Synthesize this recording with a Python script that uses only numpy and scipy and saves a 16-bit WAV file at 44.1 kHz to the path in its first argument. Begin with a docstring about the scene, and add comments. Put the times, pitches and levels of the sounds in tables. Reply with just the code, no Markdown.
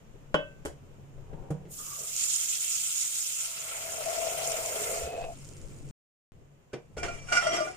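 """In a kitchen, from close by, a hand-held phone with two microphone ports hears an empty steel pot set in the sink.
The tap opens, fills it and is shut, and the froth fizzes out: shaped noise, random droplet clicks, ringing modes.
After a silent pause the full pot is lowered onto a stove's iron grate, catches and is slid into place:
stick-slip clicks drive its modes. Hum, air and breeze lie behind; the room answers the blows."""
import sys
import numpy as np
from scipy import signal
from scipy.io import wavfile
from scipy.ndimage import uniform_filter1d

SR = 44100
rng = np.random.default_rng(int(sys.argv[2]) if len(sys.argv) > 2 else 0)


def wav_out(sig):
    """Save sig, one row per channel (or a flat mono array), as 16-bit PCM at SR to the path in sys.argv[1]."""
    wavfile.write(sys.argv[1], SR, np.round(np.clip(np.atleast_2d(sig).T, -1, 1) * 32767).astype(np.int16))


N = 342216


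def from_db(db):
    """Amplitude factor of a level in dB."""
    return 10 ** (np.asarray(db) / 20)


def rms_one(x):
    """Scale to an overall rms of 1."""
    return x / np.sqrt(np.mean(x ** 2) + 1e-20)


def panned(pan_db):
    """Left and right gains; pan_db is how much louder the left port is."""
    return from_db(np.array([pan_db / 2, -pan_db / 2]))


def in_time(rows):
    """First sample of the span, and each column interpolated at every sample."""
    s, *columns = np.transpose(rows)
    at = np.arange(round(s[0] * SR), min(round(s[-1] * SR), N))
    return at[0], [np.interp(at / SR, s, c) for c in columns]


def add(out, start, sound):
    """Mix a sound in from a sample on, cut at the end."""
    start = max(start, 0)
    out[:, start:start + sound.shape[-1]] += sound[..., :N - start]


def at_hz(points, hz):
    """Level at a frequency, interpolated over log frequency."""
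    points = np.array(points)
    return np.interp(np.log(hz), np.log(points[:, 0]), points[:, 1])


def ramp(t, start, length):
    """Straight rise from 0 to 1."""
    return np.clip((t - start) / length, 0, 1)


def shape_db(t, start, end, rise_db_per_s, fall_db_per_s):
    """0 dB from start to end, straight slopes in dB before and after."""
    return -rise_db_per_s * np.maximum(start - t, 0) - fall_db_per_s * np.maximum(t - end, 0)


def drift(rate, size):
    """Slow random wander of rms 1: noise low-passed near rate (Hz), made at every 40th sample."""
    r = np.exp(-80 * np.pi * rate / SR)
    noise = rng.standard_normal(size // 40 + 1002)
    slow = signal.lfilter([1], [1, -2 * r, r * r], noise)[1000:]
    return np.interp(np.arange(size) / 40, np.arange(len(slow)), rms_one(slow))


def band(x, low_hz, high_hz):
    """Keep one frequency band."""
    return signal.sosfilt(signal.butter(2, [low_hz, high_hz], "band", fs=SR, output="sos"), x)


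def resonate(x, hz, width_hz):
    """Two-pole resonance with about unit gain at its peak."""
    r = np.exp(-np.pi * width_hz / SR)
    poles = [1, -2 * r * np.cos(2 * np.pi * hz / SR), r * r]
    return signal.lfilter(np.array([1, 0, -1]) * (1 - r * r) / 2, poles, x)


def ring(clicks, hz, t60, lead=0.):
    """A unit click starts a decaying sine of height 1; the left port leads by lead radians; the pitch may move."""
    spin = np.exp(2j * np.pi * np.cumsum(hz + 0 * clicks) / SR)
    decay = from_db(-60 / (t60 * SR))
    turn = spin * signal.lfilter([1], [1, -decay], (clicks + 1e-18) / spin)
    return np.array([turn.imag, (turn * np.exp(-1j * lead)).imag])


def wavering(hz, rate, lead, steady):
    """A mode driven partly by chance: a sine that swells and slips in phase; rms 1."""
    size = len(hz)
    swing = steady
    for share, r in ((0.71, rate), (0.49, 3 * rate)):
        swing = swing + share * (drift(r, size) + 1j * drift(r, size))
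    turn = swing * np.exp(2j * np.pi * np.cumsum(hz) / SR)
    return rms_one(np.array([turn.real, (turn * np.exp(-1j * lead)).real]))


def grains(per_s, spread_db, size):
    """Random clicks of uneven size; their mean power does not depend on the rate."""
    sizes = from_db(spread_db * np.minimum(rng.exponential(1, size), 5)) * rng.choice([-1, 1], size)
    return rms_one(sizes) * (rng.random(size) < per_s / SR) * np.sqrt(SR / per_s)


# How alike the two ports hear a diffuse sound.
# Each row: frequency in Hz, left-right likeness from -1 to 1.
LIKENESS = [(30, .3), (130, 0.066), (400, 0.87), (640, -0.37), (1000, -0.12), (3000, -0.15), (7000, -0.17),
            (15000, -0.35)]


def banded(source, level_db, low_hz, patchy_db, top_hz=17000):
    """About third-octave bands of two sources, each with its own level, flicker and likeness at the ports."""
    size = source.shape[-1]
    out, together = 0, drift(36, size)
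    edges = np.geomspace(low_hz, top_hz, round(3 * np.log2(top_hz / low_hz)))
    for k, (low, high) in enumerate(zip(edges, edges[1:])):
        mid, side = band(source, low, high) * (-1) ** k
        hz = np.sqrt(low * high)
        alike = np.clip(at_hz(LIKENESS, hz), -1, 1)
        flicker = np.minimum(0.51 * together + drift(18, size), 2)
        gain = from_db(level_db(hz) + patchy_db * flicker)
        out = out + gain * (np.sqrt(1 + alike) * mid + np.sqrt(1 - alike) * side * [[1], [-1]])
    return out


# Level of the low hum, one list at the sink and one at the stove. Each row: time in seconds, level in dB.
HUM_LEVEL = [
    [(0.0, -57.5), (1.5, -53.5), (2.3, -66.5), (3.4, -68.5), (3.95, -59), (4.8, -58.5), (5.6, -51.5),
     (5.91, -51)],
    [(6.32, -57.5), (6.75, -67), (7.05, -51.5), (7.76, -59.5)],
]
# Colour of the appliance hum. Each row: frequency in Hz, band weight in dB.
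HUM_COLOUR = [(24, -33), (40, -2.5), (150, -2.5), (240, -9), (462, -9.5), (541, -17), (581, -14),
              (853, -29.5), (1200, -29), (1560, -56.5), (2640, -120)]
# Motor drone within the hum. Each row: frequency in Hz, width in Hz, level against the hum in dB.
HUM_LINES = [(60.7, 56, -9), (97.9, 3.3, -7), (140.75, 5.1, -1.5)]
# Colour of the faint air. Each row: frequency in Hz, band weight in dB.
AIR_COLOUR = [(500, 11.5), (1000, 6), (2000, -1.5), (3000, 1), (4000, -14), (6000, -6.5), (9000, -16.5),
              (15000, -13.5)]
AIR_DB = (-63.5, -68.5)   # at the sink, at the stove
HUM_USUAL_DB, BREEZE_DB, BREEZE_FOLLOWS = -58.5, -60.5, 1.9   # the breeze swings with the hum, but wider


def hush(out):
    """Background: appliance hum, faint air, and breeze on the ports, strongest on the left."""
    hum = rms_one(banded(rng.standard_normal((2, N)), lambda hz: at_hz(HUM_COLOUR, hz), 42.5, 3.5, top_hz=1390))
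    for hz, width_hz, db in HUM_LINES:
        hum += from_db(db) * rms_one(resonate(rng.standard_normal(N), hz, width_hz))
    air = rms_one(banded(rng.standard_normal((2, N)), lambda hz: at_hz(AIR_COLOUR, hz), 444, 0.64))
    gusts_db = 3 * np.array([drift(6.1, N), drift(3, N)])
    breeze = rms_one(band(rng.standard_normal((2, N)), 8.7, 30)) * from_db([[5], [-6]] + gusts_db)
    for rows, air_db in zip(HUM_LEVEL, AIR_DB):
        start, (hum_db,) = in_time(rows)
        span = slice(start, start + len(hum_db))
        breeze_db = BREEZE_DB + BREEZE_FOLLOWS * (hum_db - HUM_USUAL_DB)
        add(out, start, from_db(breeze_db) * breeze[:, span])
        add(out, start, from_db(hum_db) * hum[:, span] + from_db(air_db) * air[:, span])


def fizz(size):
    """Clumps of small bubbles, each ringing briefly at one of 30 pitches."""
    clumps = from_db(1.53 * drift(8, size))
    total = 0
    for hz in np.geomspace(2000, 10000, 30):
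        bubbles = np.array([grains(220, 3.0, size) for _ in range(2)])
        total = total + np.sqrt(hz) * resonate(bubbles, hz, hz / 60)
    return rms_one(total * clumps)


# The jet stops hitting steel and plunges into water.
PLUNGE_S, PLUNGE_TAKES_S = 3.302, 0.39
BARE_DEPTH = 0.1   # share of the water colour before the plunge
PAN_ON_STEEL_DB, PAN_ON_WATER_DB = -1.5, 1
DROPS_PER_S = 4500   # at each port
# Splash in the pot. Each row: time in seconds, level in dB before the colours below.
STREAM = [(1.68, -76), (1.732, -50.5), (2.13, -37.5), (2.21, -31), (3.4, -36), (3.6, -41.5), (3.92, -43),
          (4.2, -40), (4.87, -39.5), (5.06, -45), (5.13, -57), (5.78, -65.5), (5.91, -67.5)]
# Splash colour on bare steel. Each row: frequency in Hz, band weight in dB.
ON_STEEL = [(600, -34.5), (1000, -18), (1700, -16), (2500, -6.5), (3300, 0.5), (4000, -12), (5200, -1),
            (7000, 2.5), (8500, -2), (11000, -8), (15000, -9)]
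# Splash colour on water. Each row: frequency in Hz, band weight in dB.
ON_WATER = [(600, 6), (1000, 4), (1700, -0.5), (2500, 8), (3350, 1), (4000, -5.5), (5200, 2), (7000, 1.5),
            (8500, 1.5), (11000, -3.5), (15000, -5)]
# Pot walls singing along. Each row: frequency in Hz, width in Hz, gain on the splash in dB.
WET_POT = [(1353, 86, 7), (2142, 68, -5), (2660, 54, -8), (3195, 45, -3), (5260, 90, -2)]


def flow():
    """Span of the stream: first sample, splash level, time, and how far the jet has plunged from 0 to 1."""
    start, (splash_db,) = in_time(STREAM)
    t = (start + np.arange(len(splash_db))) / SR
    return start, splash_db, t, ramp(t, PLUNGE_S, PLUNGE_TAKES_S)


def stream(out):
    """Bursting droplets over smooth spray; the colour warms as the jet plunges into water."""
    start, splash_db, t, plunged = flow()
    size = len(t)
    depth = BARE_DEPTH + (1 - BARE_DEPTH) * plunged
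    pan_db = PAN_ON_STEEL_DB + (PAN_ON_WATER_DB - PAN_ON_STEEL_DB) * plunged
    drops = np.array([grains(DROPS_PER_S, 2.1, size) for _ in range(2)])
    spray = 0.41 * drops + 0.41 * rng.standard_normal((2, size)) + 0.4 * fizz(size)

    def colour(hz):
        return (1 - depth) * at_hz(ON_STEEL, hz) + depth * at_hz(ON_WATER, hz)

    splash = banded(spray, colour, 460, 2.17)
    splash += sum(from_db(db) * resonate(splash, hz, width_hz) for hz, width_hz, db in WET_POT)
    add(out, start, from_db(splash_db) * panned(pan_db) * splash)


TAP_OPEN_S, TAP_CLOSE_S, JET_DB = 1.71, 4.9, -38   # smooth jet at the spout, at full flow
OPENING_S, JET_HALF_DB, JET_SAG_DB_PER_S, CLOSING_DB_PER_S = 0.77, -5.5, 0.5, 103   # starts at part flow, sags, stops
PLUNGE_JET_DIP_DB = -11


def jet(out):
    """Smooth treble hiss at the spout; it dips at the plunge and recovers until the tap closes."""
    start, _, t, plunged = flow()
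    jet_db = JET_DB + JET_HALF_DB * (1 - ramp(t, TAP_OPEN_S, OPENING_S))
    jet_db -= JET_SAG_DB_PER_S * (t - TAP_OPEN_S) * (1 - plunged)
    jet_db += PLUNGE_JET_DIP_DB * plunged * (1 - ramp(t, PLUNGE_S, TAP_CLOSE_S - PLUNGE_S))
    jet_db += shape_db(t, TAP_OPEN_S + 0.0051, TAP_CLOSE_S, 900, CLOSING_DB_PER_S)
    add(out, start, from_db(jet_db) * band(rng.standard_normal((2, len(t))), 6900, 17500))


def tap_whistle(out):
    """The half-open valve whistles: noise through a narrow resonance, swelling at random."""
    start, _, t, _ = flow()
    whistle = resonate(rng.standard_normal((2, len(t))), 1208, 90)
    whistle = rms_one(whistle * from_db(3.0 * drift(14, len(t))))
    edge_db_per_s = 279.5
    add(out, start, from_db(-53.5 + shape_db(t, 1.812, 2.05, edge_db_per_s, edge_db_per_s)) * whistle)


FROTH_FROM_S, FROTH_DB = 5, -61   # level before the band filters


def froth(out):
    """Single bubbles pop on the still surface: sparse band-limited clicks that wander left and right."""
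    start, _, t, _ = flow()
    pops = grains(200, 3.4, len(t)) * panned(4 * drift(30, len(t))) * (t > FROTH_FROM_S)
    add(out, start, from_db(FROTH_DB) * band(band(pops, 4100, 7700), 4140, 13600))


SPLASH_S = 0.0029   # decay time constant
# The loudest single splashes. Each row: start in seconds, relative level in dB, centre in Hz.
SPLASHES = [(2.0345, -27, 7150), (2.1635, -19, 6880), (2.2079, -20, 6570), (2.3408, -28, 7200),
            (2.572, -25.5, 7580), (4.0572, -28, 5840), (4.4734, -19, 7250), (4.5177, -20, 6950),
            (4.567, -27, 6840), (4.659, -21, 6900)]


def splashes(out):
    """Short bright bursts of noise thrown off the stream."""
    t = np.arange(SR // 20) / SR
    for s, db, hz in SPLASHES:
        burst = np.exp(-t / SPLASH_S) * (1 - np.exp(-t / .001))
        noise = band(rng.standard_normal((2, len(t))), hz / 1.22, hz * 1.2)
        add(out, round(s * SR), from_db(db + 3.5) * burst * noise)


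SPURT_S, SPURT_WALL_DB, SPURT_BUBBLES_DB, SPURT_FADE_DB_PER_S = 1.97, -58, -56, 77   # first water hits the empty pot
WALL_HZ, WALL_RISE_HZ = 657.6, 18   # pitch rises as the flow ends
WALL_PAN_DB, WALL_PAN_FULL_DB = 10, 0   # and the ring centres
# The plunging jet drives the lowest wall mode and big bubbles.
# Each row: time in seconds, wall level in dB, bubble level in dB.
GURGLE = [(2.97, -78, -83), (3.3, -73.5, -77), (4.08, -38.5, -52.5), (4.33, -36.5, -47.5),
          (4.96, -41, -39.5), (5.07, -42.5, -40.5), (5.18, -35, -44.5), (5.3, -38, -51.5),
          (5.345, -59, -77)]


def gurgle(out):
    """The plunging jet drives a narrow wall mode, rising in pitch as the flow ends, and short low bubbles."""
    t = np.arange(N) / SR
    s, wall_db, bubbles_db = np.transpose(GURGLE)
    spurt = shape_db(t, SPURT_S + 0.014, SPURT_S + 0.017, 450, SPURT_FADE_DB_PER_S)
    flowing = (t > SPURT_S) * (t < s[-1])
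    wall = from_db(np.interp(t, s, wall_db)) * flowing + from_db(SPURT_WALL_DB + spurt)
    bubbling = from_db(np.interp(t, s, bubbles_db)) * flowing + from_db(SPURT_BUBBLES_DB + spurt)
    wall_hz = WALL_HZ + WALL_RISE_HZ * ramp(t, TAP_CLOSE_S - .1, 0.256)
    pan_db = WALL_PAN_DB + (WALL_PAN_FULL_DB - WALL_PAN_DB) * ramp(t, TAP_CLOSE_S - .55, 0.64)
    bubbles = sum(ring(grains(40, 2.7, N), hz, 47.0 / hz, lead=0.94) for hz in np.geomspace(420, 590, 8))
    add(out, 0, wall * panned(pan_db) * wavering(wall_hz, 29, lead=1.21, steady=0.57))
    add(out, 0, bubbling * rms_one(bubbles))


TRICKLE_START_S, TRICKLE_END_S, TRICKLE_HZ = 5.0, 5.24, 2560
TRICKLE_DB, TRICKLE_END_DB, PATTER_DB = -54, -47.5, -52   # high wall mode, the same at its end, broad splash
TRICKLE_FADE_DB_PER_S = 338


def trickle(out):
    """The last thread of water sings in a high wall mode and patters."""
    t, fade = np.arange(N) / SR, TRICKLE_FADE_DB_PER_S
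    running = from_db(shape_db(t, TRICKLE_START_S, TRICKLE_END_S, fade, fade))
    last = from_db(shape_db(t, TRICKLE_END_S, TRICKLE_END_S, 2.9 * fade, fade))
    tone = wavering(TRICKLE_HZ + 0 * t, 48, lead=1.3, steady=0.44)
    add(out, 0, (from_db(TRICKLE_DB) * running + from_db(TRICKLE_END_DB) * last) * tone)
    patter = np.array([grains(1700, 3.4, N) for _ in range(2)])
    add(out, 0, from_db(PATTER_DB) * (running + 0.25 * last) * rms_one(band(patter, 550, 3500)))


# Last drops. Each row: start in seconds, relative level in dB, time to fall 60 dB in seconds.
DRIPS = [(5.131, -26.5, 0.18), (5.176, -29, 0.12), (5.239, -24, 0.059)]


def drips(out):
    """Each drop is a short soft noise push into two low modes."""
    for s, db, t60 in DRIPS:
        push = np.pad(np.hanning(300) * rng.standard_normal(300) / 14, (0, SR // 5))
        push = signal.lfilter([.15], [1, -.85], push)
        tones = ring(push, 680, t60, lead=1.1) + 0.59 * ring(push, 518, t60, lead=0.56)
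        add(out, round(s * SR), from_db(db) * tones)


def boom(hz, t60):
    """A soft push into two low modes that beat."""
    push = np.pad(np.hanning(200) / 100, (0, SR // 2 - 200))
    return ring(push, hz, t60) - 0.23 * ring(push, 1.22 * hz, 1.9 * t60)


def tap_shut(out):
    """A low thump in the pipe as the tap is shut."""
    add(out, round(5.027 * SR), from_db(-32) * boom(67, 0.19))


THUD_SPREAD = 1.496   # the panels thud this ratio above and below their pitch
# Dull bumps on sink and stove, all levels relative. Each row: start in seconds, body level in dB, body in Hz,
# boom in Hz, knock, rattle and boom levels in dB, contact time constant in seconds, pan to the left in dB.
BUMPS = [(0.344, -8.5, 545, 155, -60, -38.5, -31, 0.0078, 0),
         (0.651, -24, 400, 72, -54, -36, -38.5, 0.023, 1.5),
         (1.176, -45, 400, 122, -75, -78, -56, 0.033, 1), (1.33, -32, 312, 150, -60, -74, -38.5, 0.017, 5),
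         (1.504, -21.5, 406, 150.3, -56, -44.5, -23.5, 0.015, -2),
         (1.651, -44, 424, 149.4, -53, -73, -42, 0.047, -2),
         (6.733, -24, 413, 130.6, -30.5, -67, -38, 0.024, -1.5),
         (6.967, -28, 410, 61, -35.5, -62, -35.5, 0.032, 1),
         (7.03, -32, 412, 69.5, -28.5, -69, -40, 0.077, -4)]


def bumps(out):
    """The counter booms, its panels thud, and loose things knock and rattle while the contact lasts."""
    t = np.arange(SR // 2) / SR
    for s, body_db, body_hz, boom_hz, knock_db, rattle_db, boom_db, contact, pan_db in BUMPS:
        fade = np.exp(-t / max(contact, .002)) * (1 - np.exp(-t / 0.0012))
        shared, apart = grains(5000, 2.5, len(t)), rng.standard_normal((2, len(t)))
        push = np.pad(np.hanning(30) / 15, (0, len(t) - 30))
        thud = from_db(body_db - 6.5) * ring(push, body_hz, 1.4 * contact)
        panels = band(shared + 0.17 * apart, body_hz / THUD_SPREAD, body_hz * THUD_SPREAD)
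        thud += from_db(body_db + 9.5) * panels * fade
        knock = from_db(knock_db + 2) * band(shared + 0.38 * apart, 470, 2200) * fade ** 1.9
        rattle = from_db(rattle_db - 3.0) * band(apart, 4500, 11500) * fade ** 0.99
        bump = from_db(boom_db) * boom(boom_hz, 0.25) + thud + knock + rattle
        add(out, round(s * SR), panned(pan_db)[:, None] * bump)


SHUFFLE_START_S, SHUFFLE_STOP_S, SHUFFLE_DB = 1.31, 1.5, -54.5   # pot nudged over the sink floor
SHUFFLE_SWELL_DB_PER_S, SHUFFLE_FADE_DB_PER_S = 252, 88
SHUFFLE_HZ, SHUFFLE_RING_DB = (770, 926), -4.5   # the held pot's low modes sing along


def shuffle(out):
    """The rub of pot on sink holds until the pot bumps to a stop, then dies."""
    t = np.arange(SHUFFLE_START_S - .15, SHUFFLE_STOP_S + .3, 1 / SR)
    rub = rms_one(band(grains(2000, 1.9, len(t)) + rng.standard_normal((2, len(t))), 180, 620))
    sung = sum(resonate(rub, hz, 31) * hz ** 3 for hz in SHUFFLE_HZ)
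    rub += from_db(SHUFFLE_RING_DB) * rms_one(sung)
    rub *= from_db(2.7 * drift(22.0, len(t)))   # it judders
    level_db = SHUFFLE_DB + shape_db(t, SHUFFLE_START_S, SHUFFLE_STOP_S, SHUFFLE_SWELL_DB_PER_S, SHUFFLE_FADE_DB_PER_S)
    add(out, round(t[0] * SR), from_db(level_db) * rub)


# Empty pot meets the sink. Each row: start in seconds, relative level in dB,
# share of the free ring time from 0 to 1 (at least 0.05 is kept).
SET_DOWN = [(0.343, -9.5, 0.79), (0.651, -27, 0), (0.658, -21.5, 0.16), (0.665, -33, 0.16),
            (1.334, -41.5, 0.2), (1.507, -35.5, 0.2)]
# Modes of the empty pot. Each row: frequency in Hz, relative level in dB, free time to fall 60 dB in seconds.
EMPTY_POT = [(290, -13.5, 0.31), (510, -18, 0.08), (566, -6, 0.37), (607, -7, 0.33), (967, -21.5, 0.3),
             (1202, -22.5, 0.28), (1448, -1, 0.067), (1543, -14, 0.54), (1900, -27, .45), (2164, -32, .35),
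             (2635, -18.5, 0.5), (2990, -11, 0.21), (3275, -15, 0.36), (5173, -26.5, .1),
             (6140, -28.5, 0.13)]
MINOR_DB, MINOR_T60_S = -33, .25   # many weak modes fill in between: relative level, free ring time


def set_down(out):
    """Blows ring the empty pot; each mode of the round wall is a close pair that beats; a hand mutes the ring."""
    minor = [(hz, MINOR_DB, MINOR_T60_S) for hz in np.geomspace(350, 3600, 24) * rng.uniform(.96, 1.04, 24)]
    for s, level_db, share in SET_DOWN:
        blow = np.zeros(SR // 2)
        blow[0], blow[round(.006 * SR)] = 1, .4
        blow = signal.lfilter(np.hanning(8) / 3.5, [1], blow)   # each contact lasts a few samples
        for hz, db, free_t60 in list(EMPTY_POT) + minor:
            t60 = free_t60 * np.clip(share, .05, 1)
            pair = ring(blow, hz, t60, lead=hz / 900)
            pair += 0.4 * ring(blow, hz + rng.uniform(15, 40), t60, lead=hz / 500)
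            add(out, round(s * SR), from_db(level_db + db - 11.0) * pair)


# Full pot rubs on the grate. Each row: time in seconds, relative rub level in dB.
SLIDE = [(6.72, -79), (6.966, -84), (6.968, -54), (6.985, -44.5), (7.028, -56), (7.036, -46), (7.24, -55.5),
         (7.315, -39.5), (7.326, -28.5), (7.4, -35.5), (7.5, -38.5), (7.55, -34.5), (7.62, -39.5),
         (7.65, -46), (7.76, -55.5)]
# Its base catches. Each row: start in seconds, relative strike level in dB, hold in seconds,
# low wall level in dB (relative), low wall in Hz, squeal level in dB, squeal in Hz.
SLIPS = [(6.732, -39.5, 0.014, -58, 696, -52, 1493), (6.981, -36, 0.0087, -54, 705, -45, 1440),
         (7.031, -27, 0.011, -38, 696, -38, 1470), (7.083, -38, 0.019, -38, 676, -41.5, 1392),
         (7.288, -37, 0.013, -57, 710.6, -43, 1445), (7.324, -17.5, 0.009, -32.5, 697, -24.5, 1441),
         (7.353, -21, 0.012, -34, 708.5, -29, 1435), (7.371, -18, 0.0049, -35, 717, -21.5, 1441),
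         (7.425, -34, 0.025, -32.5, 682, -40, 1340), (7.469, -23.5, 0.0033, -27, 660.6, -30.5, 1414),
         (7.484, -43, 0.025, -31, 665, -46, 1398), (7.532, -27.5, .02, -37, 690.5, -52, 1380),
         (7.573, -48, 0.023, -35, 688, -35.5, 1440), (7.606, -47, 0.012, -33, 634, -45, 1430),
         (7.674, -38.5, 0.0064, -38, 736, -42.5, 1445)]
WALL_FADE_DB_PER_S, SQUEAL_FADE_DB_PER_S, SLIP_RISE_DB_PER_S = 450, 702, 2500


def rubbing():
    """Span of the slide: first sample, rub level and time."""
    start, (rub_db,) = in_time(SLIDE)
    return start, rub_db, (start + np.arange(len(rub_db))) / SR


def slip_tones(out):
    """Each catch holds the low wall mode and a squeal for a moment; the tilting water retunes the wall."""
    start, rub_db, t = rubbing()
    s, _, hold, wall_db, wall_hz, squeal_db, squeal_hz = np.transpose(SLIPS)[:, :, None]

    def held(db, fade):
        return np.max(from_db(db + shape_db(t, s, s + hold, SLIP_RISE_DB_PER_S, fade)), axis=0)

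    wall, squeal = held(wall_db, WALL_FADE_DB_PER_S), held(squeal_db, SQUEAL_FADE_DB_PER_S)
    latest = np.maximum(np.searchsorted(s[:, 0], t + 0.0032) - 1, 0)
    wall_hz, squeal_hz = [uniform_filter1d(hz[latest, 0], size=300) for hz in (wall_hz, squeal_hz)]
    wall_tone = panned(np.array([6.])) * wavering(wall_hz, 21, lead=1.84, steady=1.2)
    squeal_tone = panned(np.array([-3.])) * wavering(squeal_hz, 13.6, lead=0.33, steady=1.35)
    add(out, start, (1.1 * wall + from_db(rub_db - 8.5)) * wall_tone)
    add(out, start, (squeal + from_db(rub_db - 26)) * squeal_tone)


def grit_grains(size):
    """Dense clicks of grit under the base, unlike at the two ports, flickering together."""
    return np.array([grains(5900, 3.8, size) for _ in range(2)]) * from_db(2.9 * drift(16.4, size))


def groan(out):
    """The grate groans low under the last push: grit through one narrow resonance."""
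    start, _, t = rubbing()
    tone = rms_one(resonate(grit_grains(len(t))[0], 353, 54))
    add(out, start, from_db(-41 + shape_db(t, 7.5, 7.61, 320, 150)) * tone)


GRIT_DB, GRIT_FOLLOWS = -43, 0.78   # grit before its band filter at a rub of -40 dB; share of the rub's swing
SLOSH_DETUNE = 0.0065   # rms share by which sloshing water shifts each mode
PUSH_S = (7.43, 7.52)   # the hand leans on the pot and other modes come forward
GRATE_T60_S, SLIDE_TOP_HZ = 0.084, 9000
# Modes of the full pot on the grate. Each row: frequency in Hz, relative level in dB,
# time to fall 60 dB in seconds, pan to the left in dB, radians the left leads, change while pushed in dB.
FULL_POT = [(1186, -8.5, 0.17, -6.5, 2.25, 3.5), (1340, -11.5, 0.1, 6.5, 1.6, 7.5),
            (1970, -14, 0.089, -2, 6.8, 12), (2068, -5, 0.14, -7, 3.6, 5), (2355, -2, 0.2, -2, 1.4, -8),
            (2837, -6.5, 0.079, -7, 0.26, -0.5), (2830, -10, 0.068, 2, 4.6, -1),
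            (3216, -11, 0.082, 3, 1.4, 6)]
# Iron bars of the grate. Each row: frequency in Hz, relative level in dB.
GRATE = [(4460, -10.5), (4760, -13), (5180, -8), (5450, -6), (5790, -5), (6240, -10.5), (6480, -16),
         (6890, -18), (7280, -14), (8180, -13), (9880, -17.5)]


def slide(out):
    """Stick-slip clicks and short catches ring the full pot and grate; the moving contact favours changing modes."""
    start, rub_db, t = rubbing()
    size = len(t)
    catch_s, catch_db = np.transpose(SLIPS)[:2]
    catches = np.zeros(size)
    catches[np.clip(np.round(catch_s * SR).astype(int) - start, 0, size - 1)] = from_db(catch_db - 29.0)
    # each catch strikes, then judders briefly
    judder = signal.lfilter([1], [1, -np.exp(-1 / (0.008 * SR))], catches)
    chatter = grains(250, 2.8, size)   # random clicks shared by all modes
    pushed = from_db(shape_db(t, *PUSH_S, 400, 140))
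    bars = []
    for hz, db in GRATE:
        for apart in (1, rng.uniform(1.01, 1.05)):   # unlike pairs
            pan_db, lead = rng.uniform(-3, 4, 2)
            bars.append((hz * apart, db - 4.0, GRATE_T60_S, pan_db, lead, 0))
    sound = 0
    for hz, db, t60, pan_db, lead, push_db in list(FULL_POT) + bars:
        favour_db = 3.9 * drift(12.6, size)
        drive = (grains(600, 4.9, size) + 0.7 * chatter) * from_db(rub_db - 31 + favour_db)
        drive = drive + 8.8 * catches + 0.74 * judder * rng.standard_normal(size)
        drive = drive * from_db(push_db * pushed)
        moving_hz = hz * (1 + SLOSH_DETUNE * drift(8.8, size))
        sound = sound + from_db(db) * panned(pan_db)[:, None] * ring(drive, moving_hz, t60, lead)
    grit = grit_grains(size)
    grit_db = GRIT_DB + GRIT_FOLLOWS * (rub_db + 40.0)
    sound = sound + from_db(grit_db) * band(grit, 4300, 9500)
    sound = sound + from_db(rub_db + 4.0) * band(grit, 310, 3000)
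    add(out, start, signal.sosfilt(signal.butter(1, SLIDE_TOP_HZ, fs=SR, output="sos"), sound))


ROOM_T60_S, ROOM_DB = 0.21, -10.5


def kitchen(hits):
    """The room: a dense dying tail, its own at each port, duller than the blow."""
    t = np.arange(round(.6 * SR)) / SR
    tail = band(rng.standard_normal((2, len(t))), 220, 6500) * from_db(-60 * t / ROOM_T60_S) * (t > .003)
    tail /= np.sqrt(np.sum(tail ** 2) / 2)
    return from_db(ROOM_DB) * signal.fftconvolve(hits, tail, axes=1)[:, :N]


def scene():
    """Hush and water stay dry; bumps, rubs and blows also sound in the room."""
    steady, hits = np.zeros((2, 2, N))
    for source in (hush, stream, jet, tap_whistle, froth, splashes, gurgle, trickle, drips):
        source(steady)
    for source in (tap_shut, bumps, shuffle, set_down, slip_tones, groan, slide):
        source(hits)
    return steady + hits + kitchen(hits)


# Inlet resonances of the two microphone ports, left then right.
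# Each row: frequency in Hz, width in Hz, level of the added resonance in dB.
PORTS = [(8410, 660, 4), (6990, 430, 9)]
PAUSE_S = (5.913, 6.312)   # silent from, to
CUTOFF_HZ = 15700


def record(dry):
    """Each inlet lifts its own treble band; the sound stops for the pause; the top is cut."""
    heard = np.array([x + from_db(db) * resonate(x, hz, width_hz) for x, (hz, width_hz, db) in zip(dry, PORTS)])
    t = np.arange(N) / SR
    heard *= np.clip(np.maximum(PAUSE_S[0] - t, t - PAUSE_S[1]) / 0.0019, 0, 1)
    return signal.sosfilt(signal.cheby2(26, 70, CUTOFF_HZ, fs=SR, output="sos"), heard)


dry = scene()
out = record(dry)
wav_out(out)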